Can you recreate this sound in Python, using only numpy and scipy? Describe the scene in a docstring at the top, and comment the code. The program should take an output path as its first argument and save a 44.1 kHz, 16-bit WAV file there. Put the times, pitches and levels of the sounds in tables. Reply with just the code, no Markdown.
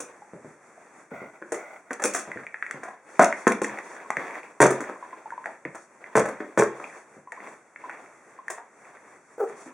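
"""Small dog chasing a treat ball

A small dog paws a hollow plastic treat ball off a metal trunk and chases it over carpet in a narrow hall.
Hits and jolts make a thud, a knock of the shell and a crack; noise bursts and pings are the treats inside.
Soft pulses are paws, short pings are claws and treats, shaped noise is the carpet, the lid and the quiet hall.
One short muffled woof is a falling tone mixed with hoarse noise."""
import sys
import numpy as np
from scipy import signal
from scipy.fft import rfft, irfft, next_fast_len
from scipy.io import wavfile
from scipy.ndimage import map_coordinates

SR = 44100
rng = np.random.default_rng(int(sys.argv[2]) if len(sys.argv) > 2 else 0)


def write(x):
    x = np.atleast_2d(x).T
    wavfile.write(sys.argv[1], SR, np.round(np.clip(x, -1, 1) * 32767).astype(np.int16))


N = 429093  # length of the scene [samples]
TAIL = SR * 6 // 10  # room for one contact to die away [samples]

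# Tone balance of a knock on a hard body: (frequency [Hz], relative level [dB])
BODY = [(100, -75.5), (350, 9.5), (600, 14.5), (800, 12), (1100, 11), (1800, 8), (2600, -8), (5000, -20),
        (12000, -42.5)]
# Tone balance of the bright crack of a contact: (frequency [Hz], relative level [dB])
CRACK = [(500, -19), (2500, 17), (4500, 8), (6500, 14), (9000, 11), (16000, -14.5)]


def amp(db):
    """Turn decibels into a gain."""
    return 10 ** (np.asarray(db) / 20)


def unit(x):
    """Scale to an average (rms) strength of 1."""
    return x / np.sqrt(np.mean(x ** 2) + 1e-20)


def along(points, hz):
    """Read (frequency, value) points at any frequency, on a log axis."""
    f, v = np.transpose(points)
    return np.interp(np.log(hz + 1), np.log(f + 1), v)


def curves(rows):
    """Give one value per sample for each column after the time."""
    s, *cols = np.transpose(rows)
    return [np.interp(np.arange(N) / SR, s, c) for c in cols]


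def wobble(rate):
    """Draw a smooth random curve through `rate` random points a second."""
    points = rng.standard_normal(int(N * rate / SR) + 4)
    return map_coordinates(points, [np.arange(N) * rate / SR])


def convolve(x, h):
    """Let every sample of x set off the response h; the result is as long as x."""
    return signal.fftconvolve(np.atleast_2d(x), np.atleast_2d(h), axes=1)[:, :x.shape[-1]]


def causal(spectrum, size=4096):
    """Build the most compact response (minimum phase) with this (Hz, dB) spectrum."""
    gain = amp(along(spectrum, np.fft.rfftfreq(size, 1 / SR)))
    cepstrum = irfft(np.log(gain))
    # folding the second half onto the first puts all the sound after time zero
    cepstrum[1:size // 2] *= 2
    cepstrum[size // 2 + 1:] = 0
    return irfft(np.exp(rfft(cepstrum)))


def pulse(spectrum):
    """Make a contact pulse with this tone balance and the energy of 4 ms at rms 1."""
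    h = causal(spectrum)
    return h / np.linalg.norm(h) * np.sqrt(SR * .004)


def diffuse(size, spectrum=((100, 0), (1000, 0))):
    """Make stereo noise from all sides: alike in the bass, unrelated in the treble."""
    # (frequency [Hz], left-right likeness [0 to 1])
    likeness = [(150, .993), (350, .98), (700, .95), (1400, .85), (2400, .74), (5000, .45), (12000, .05)]
    m = next_fast_len(size)
    hz = np.fft.rfftfreq(m, 1 / SR)
    turn = np.arccos(np.clip(along(likeness, hz), -1, 1)) / 2
    noise = rfft(rng.standard_normal((2, m))) * amp(along(spectrum, hz))
    mid, side = irfft(noise * [np.cos(turn), np.sin(turn)], m)[:, :size]
    return unit(np.array([mid + side, mid - side]))


def hall(x, wet_db, build=0.003, lag=.000018):
    """Place a sound in the hall: it reaches the two ports a little apart, then a fresh random echo follows."""
    # (frequency [Hz], time to fade by 60 dB [s])
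    fade_times = [(100, 0.27), (400, 0.36), (1000, 0.29), (2500, 0.36), (7000, 0.25), (15000, 0.16)]
    hz, t, z = signal.stft(diffuse(TAIL), SR, nperseg=256)
    fading = z * amp(-60 * t / along(fade_times, hz)[:, None])
    tail = signal.istft(fading, SR, nperseg=256)[1]
    # the echo needs a few milliseconds to build up
    tail *= 1 - np.exp(-(np.arange(tail.shape[1]) / SR / build) ** 2)
    shift = rng.choice([-1, 1]) * lag * SR / 2
    direct = np.sinc(np.arange(-8, 9) + [[shift], [-shift]])
    return convolve(x, direct) + amp(wet_db) * convolve(x, tail / np.linalg.norm(tail[0]))


def add(track, s, sound):
    """Mix a sound into the track at time s."""
    start = max(round(s * SR), 0)
    track[:, start:start + sound.shape[1]] += sound[:, :N - start]


def ping(hz, swell):
    """Ring a heavily damped resonance whose envelope peaks after `swell` seconds."""
    t = np.arange(TAIL) / SR
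    return t / swell * np.exp(1 - t / swell) * np.sin(2 * np.pi * hz * t)


def ringing(modes, attack=0.0012):
    """Ring a set of quickly damped tones (modes), at slightly random strengths, with total energy 1."""
    longest_ring = .28  # longest time any mode takes to fade by 60 dB [s]
    t = np.arange(TAIL) / SR
    ring = np.zeros(TAIL)
    for hz, db, t60 in modes:
        fading_db = db + rng.normal(0, 1.2) - 60 * t / min(t60, longest_ring)
        ring += amp(fading_db) * np.sin(2 * np.pi * hz * t)
    ring = ring * (1 - np.exp(-(t / attack) ** 2))
    return ring / np.linalg.norm(ring)


def rattle(spread, uneven_db, count=48):
    """Let treats thrown up by a blow land one after another: impulses of total energy 1."""
    when = rng.rayleigh(1, count) * spread * SR
    sizes = amp(uneven_db * rng.standard_normal(count)) * rng.choice([-1, 1], count)
    return np.bincount(np.minimum(when, TAIL - 1).astype(int), sizes / np.linalg.norm(sizes), TAIL)


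def crunch(hits, swell):
    """Turn each contact into its own tiny burst of noise, with the energy of its impulse."""
    t = np.arange(TAIL) / SR
    power = (t * np.exp(-t / swell)) ** 2
    return np.sqrt(np.abs(convolve(hits ** 2, power / power.sum()))) * rng.standard_normal(TAIL)


def strokes(rows, attack, release, fade_db):
    """Gain of (s, length, dB) moves: each swells, loses fade_db a second (gains if negative), then dies away."""
    gain = np.zeros(N)
    for s, length, db in rows:
        start = max(round(s * SR), 0)
        t = np.arange(min(SR, N - start)) / SR
        swelling = 1 - np.exp(-t / attack)
        dying = np.exp(-np.maximum(t - length, 0) / release)
        gain[start:start + len(t)] += amp(db - fade_db * t) * swelling * dying
    return gain


def ball(rows, thud_db, shell_db, dent_db, crack_db, ring_db, treats_db, wet_db, cycles, drag_db, tilt_db, spread):
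    """Each contact dents the shell, sets it ringing and shakes the treats inside."""
    # ring of the ball's shell and the trunk:
    # (frequency [Hz], relative level [dB], fade time before the limit in ringing() [s])
    shell_modes = [(216, 8, 0.28), (318, -53.5, 0.098), (398, -25.5, 0.038), (528, -10.5, 0.75),
                   (611, -29.5, 0.79), (803, -6, 0.44), (957, 4.5, 0.53), (1082, 17, 0.09), (1314, 6, 0.62),
                   (1516, 0, 0.37), (1703, -26, 0.5), (1876, -15.5, .25)]
    # tone balance of the low thud: (frequency [Hz], relative level [dB])
    thud_tone = [(30, -42), (70, -33), (130, -22), (205, -1), (300, 1), (480, -6), (800, -22), (2500, -60)]
    out = np.zeros((2, N))
    thud, body = pulse(thud_tone), pulse(BODY)
    # tilt_db brightens the crack for every octave upward
    crack = pulse([(f, level + tilt_db * np.log2(f / CRACK[3][0])) for f, level in CRACK])
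    for s, db, low_db, high_db, hz, hollow_db, rattle_db in rows:
        # the shell drags for a few milliseconds after first touching
        blow = signal.unit_impulse(TAIL) + amp(drag_db) * rattle(.003, uneven_db=5, count=8)
        force = blow + amp(rattle_db) * rattle(spread, uneven_db=5.5)
        knock = convolve(force, amp(low_db + thud_db) * thud + amp(db + shell_db) * body)
        # the dent springs back in a few cycles, at its own pitch
        dent = convolve(force, ping(hz, cycles / hz))
        knock = knock + amp(db + hollow_db + dent_db) * dent
        knock = knock + amp(ring_db) * convolve(knock, ringing(shell_modes))
        # the blow and the hard, dry treats crackle brightly
        treats = amp(rattle_db + treats_db) * rattle(spread, uneven_db=7.5)
        chatter = crunch(0.72 * blow + treats, swell=0.0013)
        add(out, s, hall(knock + amp(high_db + crack_db) * convolve(chatter, crack), wet_db))
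    return out


def nudges(rattle_db=-5):
    """List jolts as ball contacts: a lower dent pitch brings more thud, and all shake the treats alike."""
    # a paw or muzzle jolts the ball; levels before the trims in ball():
    # (time [s], strength [dB], crack level [dB], dent pitch [Hz])
    jolts = [(0.002, -24, -29.5, 464), (1.417, -32, -68, 370), (1.52, -16, -30, 463),
             (1.542, -23, -36.5, 500), (1.907, -17.5, -45, 502), (1.997, -17.5, -46, 625),
             (2.02, -16.5, -32, 790), (2.04, -15.5, -22.5, 486), (2.053, -13.5, -19.5, 487),
             (2.136, -30, -26.5, 670), (2.147, -9, -22.5, 730), (2.16, -19, -26, 605),
             (2.19, -35, -30.5, 640), (2.275, -29, -61, 486), (2.833, -16.5, -44.5, 760),
             (2.883, -25.5, -55, 1000), (4.705, -11.5, -27.5, 450), (4.805, -16.5, -36.5, 520),
             (4.891, -21, -51, 460), (5.458, -19, -57, 890), (5.653, -26.5, -69, 470),
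             (5.748, -21.5, -43.5, 567), (6.255, -13, -38, 520), (6.285, -17.5, -39.5, 520),
             (6.404, -18.5, -76, 390), (6.799, -22.5, -55, 575), (7.324, -28.5, -56.5, 930),
             (7.403, -39, -71, 380), (7.895, -31, -71, 920), (8.501, -20, -29.5, 1160),
             (8.579, -27.5, -66.5, 1010), (9.488, -34.5, -53, 420), (9.66, -34.5, -59, 310)]
    thud_hz, thud_db_per_octave = 480, -20.5
    rows = []
    for s, db, crack_db, hz in jolts:
        low_db = db + thud_db_per_octave * np.log2(hz / thud_hz)
        rows.append((s, db, low_db, crack_db, hz, 0, rattle_db))
    return rows


def trunk(level_db=-4, wet_db=-6):
    """The trunk's wide metal wall booms briefly when the ball runs into it."""
    # the ball runs into the wall: (time [s], peak level before level_db and echo [dB])
    booms = [(4.602, -15.5), (6.155, -20), (6.576, -20.5)]
    # (frequency [Hz], relative level [dB], fade time before the limit in ringing() [s])
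    wall_modes = [(66, 2, 0.38), (91, 2, 0.226), (133, 12, 0.34), (182.4, 4.5, 0.51)]
    out = np.zeros((2, N))
    for s, db in booms:
        boom = ringing(wall_modes, attack=0.0067)
        add(out, s, hall(amp(db + level_db) * boom / np.abs(boom).max(), wet_db))
    return out


def ticks(tick_db=-4, snap_db=-6.0, swell=0.00051, grit_db=-27, rebound_db=-7, wet_db=-7):
    """Claws and single treats give a short ping, a little grit and a bright snap, and rebound at once."""
    # (time [s], ping level before tick_db [dB], pitch [Hz], snap level before snap_db [dB])
    contacts = [(1.4237, -23.5, 1510, -96), (1.9075, -17, 1710, -69), (1.931, -36, 1770, -29.5),
                (2.0381, -12.5, 1580, -15), (2.3165, -18, 1930, -50), (2.373, -21, 1710, -71),
                (2.4067, -33, 1600, -66), (2.4347, -31.5, 1840, -69), (2.4667, -20.5, 2150, -52),
                (2.543, -17, 1890, -67), (2.6251, -11, 1810, -65), (2.6646, -20.5, 1990, -51.5),
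                (2.7102, -14.5, 1765, -33), (3.326, -9, 1830, -42), (3.4767, -6.5, 1640, -17),
                (3.5203, -13.5, 2120, -23.5), (3.6449, -13, 1880, -28), (3.7867, -19, 1970, -46),
                (4.1038, -7, 990, -32), (4.104, -15.5, 1970, -36), (4.1688, -8, 1870, -37.5),
                (5.305, -24.5, 1550, -57), (5.442, -25, 1650, -68), (5.458, -16, 1750, -43.5),
                (5.6515, -17, 1980, -54), (6.041, -25, 1940, -69), (6.4033, -23, 1800, -60),
                (6.8414, -22, 2400, -54), (7.3206, -21, 1870, -43), (7.4031, -28.5, 1970, -67),
                (7.4724, -29.5, 2200, -66), (7.7605, -24.5, 1970, -72), (7.8956, -20.5, 1630, -50),
                (8.4818, -17, 1780, -41)]
    out, crack, body = np.zeros((2, N)), pulse(CRACK), pulse(BODY)
    for s, db, hz, bright_db in contacts:
        rebounds = rattle(spread=0.00204, uneven_db=3.5, count=2)
        force = signal.unit_impulse(TAIL) + amp(rebound_db) * rebounds
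        bright = amp(bright_db + snap_db) * crack + amp(db + grit_db) * body
        snap = convolve(crunch(force, swell=0.00066), bright)
        tick = amp(db + tick_db) * convolve(force, ping(hz, swell))
        add(out, s, hall(tick + snap, wet_db))
    return out


def tumbles(level_db=-4, swell=0.0023, again_db=-10, grit_db=-17, wet_db=-6):
    """Treats roll over inside the slowly turning ball, tap its wall and sound its hollow."""
    # (time [s], tap level before level_db [dB], pitch [Hz])
    taps = [(0.22, -33, 845), (0.777, -38, 670), (4.959, -32, 1080), (5.026, -27, 1050),
            (5.129, -27.5, 1030), (5.257, -27, 885), (5.322, -24.5, 970), (5.378, -22.5, 1016),
            (7.273, -31.5, 1020), (7.374, -33, 1060), (7.839, -27.5, 1010), (8.388, -30.5, 1066)]
    out, body = np.zeros((2, N)), pulse(BODY)
    for s, db, hz in taps:
        force = signal.unit_impulse(TAIL) + amp(again_db) * rattle(spread=0.0056, uneven_db=1, count=6)
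        tap = convolve(force, ping(hz, swell)) + amp(grit_db) * convolve(force, body)
        add(out, s, hall(amp(db + level_db) * tap, wet_db))
    return out


def strays(rolling, hz, spread, over_db, swell, snap_db, wet_db, count, uneven_db=3):
    """Loose treats make faint contacts at random, harder and more often the faster the ball rolls."""
    out, crack = np.zeros((1, N)), pulse(CRACK)
    turned = np.cumsum(np.sqrt(rolling))  # how far the ball has rolled so far
    for share, size, pitch in zip(rng.random(count), *rng.standard_normal((2, count))):
        at = np.searchsorted(turned, share * turned[-1])
        tick = ping(hz * np.exp(spread * pitch), swell)[:len(crack)] + amp(snap_db) * crack
        add(out, at / SR, rolling[at] * amp(over_db + uneven_db * size) * tick[None])
    return hall(out, wet_db)


def paws(thud_db=-5, slap_db=-16, wet_db=2):
    """Soft pads thump the carpeted floor: a low pulse with a little knock."""
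    # paws land: (time [s], level before thud_db and slap_db [dB])
    landings = [(0.334, -32), (0.446, -34), (1.117, -31), (1.217, -32), (2.276, -36), (2.359, -30),
                (2.743, -33.5), (3.704, -36), (4.171, -31), (5.655, -32), (7.167, -41.5), (9.543, -50)]
    # tone balance of the soft pad: (frequency [Hz], relative level [dB])
    pad_tone = [(30, -25), (70, 3.5), (140, 12.5), (300, 11.5), (550, 10), (1200, -28.5), (4000, -79)]
    out = np.zeros((2, N))
    step = convolve(signal.unit_impulse(TAIL), amp(thud_db) * pulse(pad_tone) + amp(slap_db) * pulse(BODY))
    for s, db in landings:
        add(out, s, hall(amp(db) * step, wet_db))
    return out


def woof(level_db=-1, jitter=0.022, shimmer_db=0.5, rasp=.7, wet_db=-7):
    """A short, rough, falling woof through a nearly closed muzzle: six harmonics and hoarse noise."""
    # (time [s], pitch before jitter [Hz], level before level_db and shimmer [dB])
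    glide = [(9.380, 500, -32.5), (9.388, 492, -38.5), (9.406, 485, -22), (9.418, 396.3, -30),
             (9.440, 395, -28.5), (9.455, 374, -41.5), (9.468, 375, -65)]
    # how the throat passes sound: (frequency [Hz], level [dB])
    throat = [(400, 0), (560, -7), (810, -8.5), (1020, -29.5), (1250, -13.5), (1650, -28.5), (2100, -39.5),
              (3000, -47.5)]
    hz, db = curves(glide)
    phase = 2 * np.pi * np.cumsum(hz * (1 + jitter * wobble(rate=300))) / SR
    tone = sum(amp(along(throat, k * hz)) * np.sin(k * phase) for k in range(1, 7))
    # turbulence pulses once a cycle and passes through the same throat, with less bass
    breath = rng.standard_normal(N) * (1 + np.cos(phase))
    hoarse = convolve(breath, causal([(150, -67), (330, -6.5)] + list(throat)))
    t = np.arange(N) / SR
    sounding = (t > glide[0][0]) & (t < glide[-1][0])
    voice = unit(tone) + rasp * unit(hoarse)
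    loudness = amp(db + level_db + shimmer_db * wobble(rate=390))
    return hall(voice * sounding * loudness, wet_db)


def lid(level_db=1, grain_db=2.0):
    """The rocking ball and scraping paws excite the lid's resonances: noise with a grainy level."""
    # ball and paws scrape the metal lid: (time [s], length [s], level before level_db and grain [dB])
    scrapes = [(1.105, 0.17, -43.5), (1.33, 0.039, -53), (1.52, 0.25, -44), (1.858, 0.056, -56.5)]
    # resonances of the lid: (frequency [Hz], relative level [dB])
    lid_tone = [(200, -23), (450, -11), (640, 13), (900, 2), (1250, 0.5), (1450, 9.5), (1750, -20),
                (2000, 8.5), (2230, 3.5), (2500, -8.5), (4000, -18.5), (9000, -32)]
    pressure = strokes(scrapes, attack=0.0075, release=0.028, fade_db=22)
    return pressure * amp(level_db + grain_db * wobble(rate=180)) * diffuse(N, lid_tone)


def carpet(rolling, rub_db=-3.0, hiss_db=-25.0, scuff_db=-1, grain_db=2.7):
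    """The rolling ball rubs the pile unevenly; its hiss follows the rub, and scuffing paws and soft rustles add
    their own."""
    # paws brush the pile, and soft rustles swell near the end: (time [s], length [s], level before scuff_db and
    # grain [dB])
    scuffs = [(3.08, 0.12, -60), (3.33, 0.1, -54), (3.81, 0.14, -57), (5.76, 0.063, -59),
              (6.74, 0.263, -62.5), (9.2, 0.15, -72), (9.38, 0.12, -63), (9.55, 0.11, -57.5)]
    # tone balance of the rub: (frequency [Hz], relative level [dB])
    rub_tone = [(40, -21.5), (130, -8), (350, 10), (700, 9.5), (1100, 8), (2200, 0), (4000, -10.5),
                (9000, -33.5)]
    # tone balance of the hiss: (frequency [Hz], relative level [dB])
    hiss_tone = [(1500, -14), (4000, 13), (6500, 15), (10000, 12.5), (16000, -89)]
    grain = grain_db * wobble(rate=45)
    brushing = strokes(scuffs, attack=0.017, release=0.034, fade_db=-9)
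    hiss = np.hypot(amp(hiss_db) * rolling, amp(scuff_db) * brushing)
    rub = rolling * amp(rub_db + grain)
    return rub * diffuse(N, rub_tone) + hiss * amp(grain / 2) * diffuse(N, hiss_tone)


def hush(level_db=-56, waver_db=2.4):
    """The hall's faint, slightly wavering background is shaped noise."""
    # tone balance of the quiet hall: (frequency [Hz], relative level [dB])
    hush_tone = [(50, -20), (120, -10.5), (220, -5.5), (400, -2), (1000, -5), (2000, -8.5), (3200, -24),
                 (4500, -25), (8000, -20), (10500, -27.5), (16000, -52)]
    return amp(level_db + waver_db * wobble(rate=12)) * diffuse(N, hush_tone)


def scene():
    """Mix all sources, with the left side slightly louder than the right."""
    # the ball hits floor or trunk; levels before the trims below:
    # (time [s], shell level [dB], thud level [dB], crack level [dB], dent pitch [Hz],
    #  dent level over the shell [dB], rattle level over the blow [dB])
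    hits = [(3.194, 2, -6, -17, 648, -0.5, 2.5), (3.469, -2, -4.5, -23, 288, -4.5, -7.5),
            (3.617, -15, -14, -21, 327, -3, -6), (4.603, -2, -12.5, -16.5, 400, -6.5, 8),
            (6.154, -4.5, -14, -22.5, 453, -5.5, 5.5), (6.575, -8, -15.5, -23.5, 420, -3, 7)]
    # the ball is pushed and rolls: (time [s], length [s], starting level before later gains [dB])
    rolls = [(0.0, 0.11, -49.5), (0.75, 0.2, -58), (2.22, 0.2, -45), (2.68, 0.26, -45), (3.06, 0.15, -46),
             (3.28, 0.2, -40.5), (3.62, 0.44, -36.5), (4.15, 0.27, -34), (4.72, 0.14, -39),
             (5.0, 0.53, -46), (6.0, 0.14, -47.5), (6.3, 0.26, -47.5), (6.71, 0.27, -42), (7.33, 0.18, -44),
             (7.78, 0.27, -44.5), (8.28, 0.38, -52.5), (8.82, 0.3, -51), (9.45, 0.28, -46)]
    blows = ball(hits, thud_db=-11.0, shell_db=-11.0, dent_db=-4, crack_db=-12.0, ring_db=-23.5, treats_db=6,
                 wet_db=-6.5, cycles=0.94, drag_db=-1.5, tilt_db=1.1, spread=.022)
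    jolts = ball(nudges(), thud_db=-23.5, shell_db=-16.0, dent_db=-11.5, crack_db=-6.0, ring_db=-27, treats_db=-2,
                 wet_db=-3.0, cycles=0.71, drag_db=3.5, tilt_db=4.5, spread=.014)
    # a roll fades by 16 dB a second as the ball slows
    rolling = strokes(rolls, attack=0.022, release=0.07, fade_db=16)
    clicking = strays(rolling, hz=1900, spread=0.11, over_db=7.5, swell=.0005, snap_db=-29, wet_db=-2, count=110)
    turning = strays(rolling, hz=1008, spread=0.021, over_db=-0.5, swell=0.0018, snap_db=-44, wet_db=-2, count=100)
    treats = ticks() + clicking + tumbles() + turning
    dog = paws() + woof()
    mix = blows + jolts + trunk() + treats + dog + lid() + carpet(rolling) + hush()
    return mix * amp([[.25], [-.25]])


def record(dry):
    """The microphone colours the sound; peaks beyond full scale clip and the top is cut off."""
    # microphone colour: (frequency [Hz], level [dB])
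    mic_colour = [(50, -16), (150, -1.5), (2350, 1.5), (2700, -3), (2980, -18), (3350, -4), (3750, -7),
                  (4070, -16), (4550, -3.5), (5020, -11), (5800, 3.5), (10800, 0.5), (12200, -20.5),
                  (13600, -9), (15200, 7.5)]
    top_hz = 16400  # nothing passes from here up
    clipped = np.clip(convolve(dry, causal(mic_colour)), -1, 1)
    m = next_fast_len(N + SR // 2)
    passed = np.fft.rfftfreq(m, 1 / SR) < top_hz
    return irfft(rfft(clipped, m) * passed, m)[:, :N]


dry = scene()
out = record(dry)
write(out)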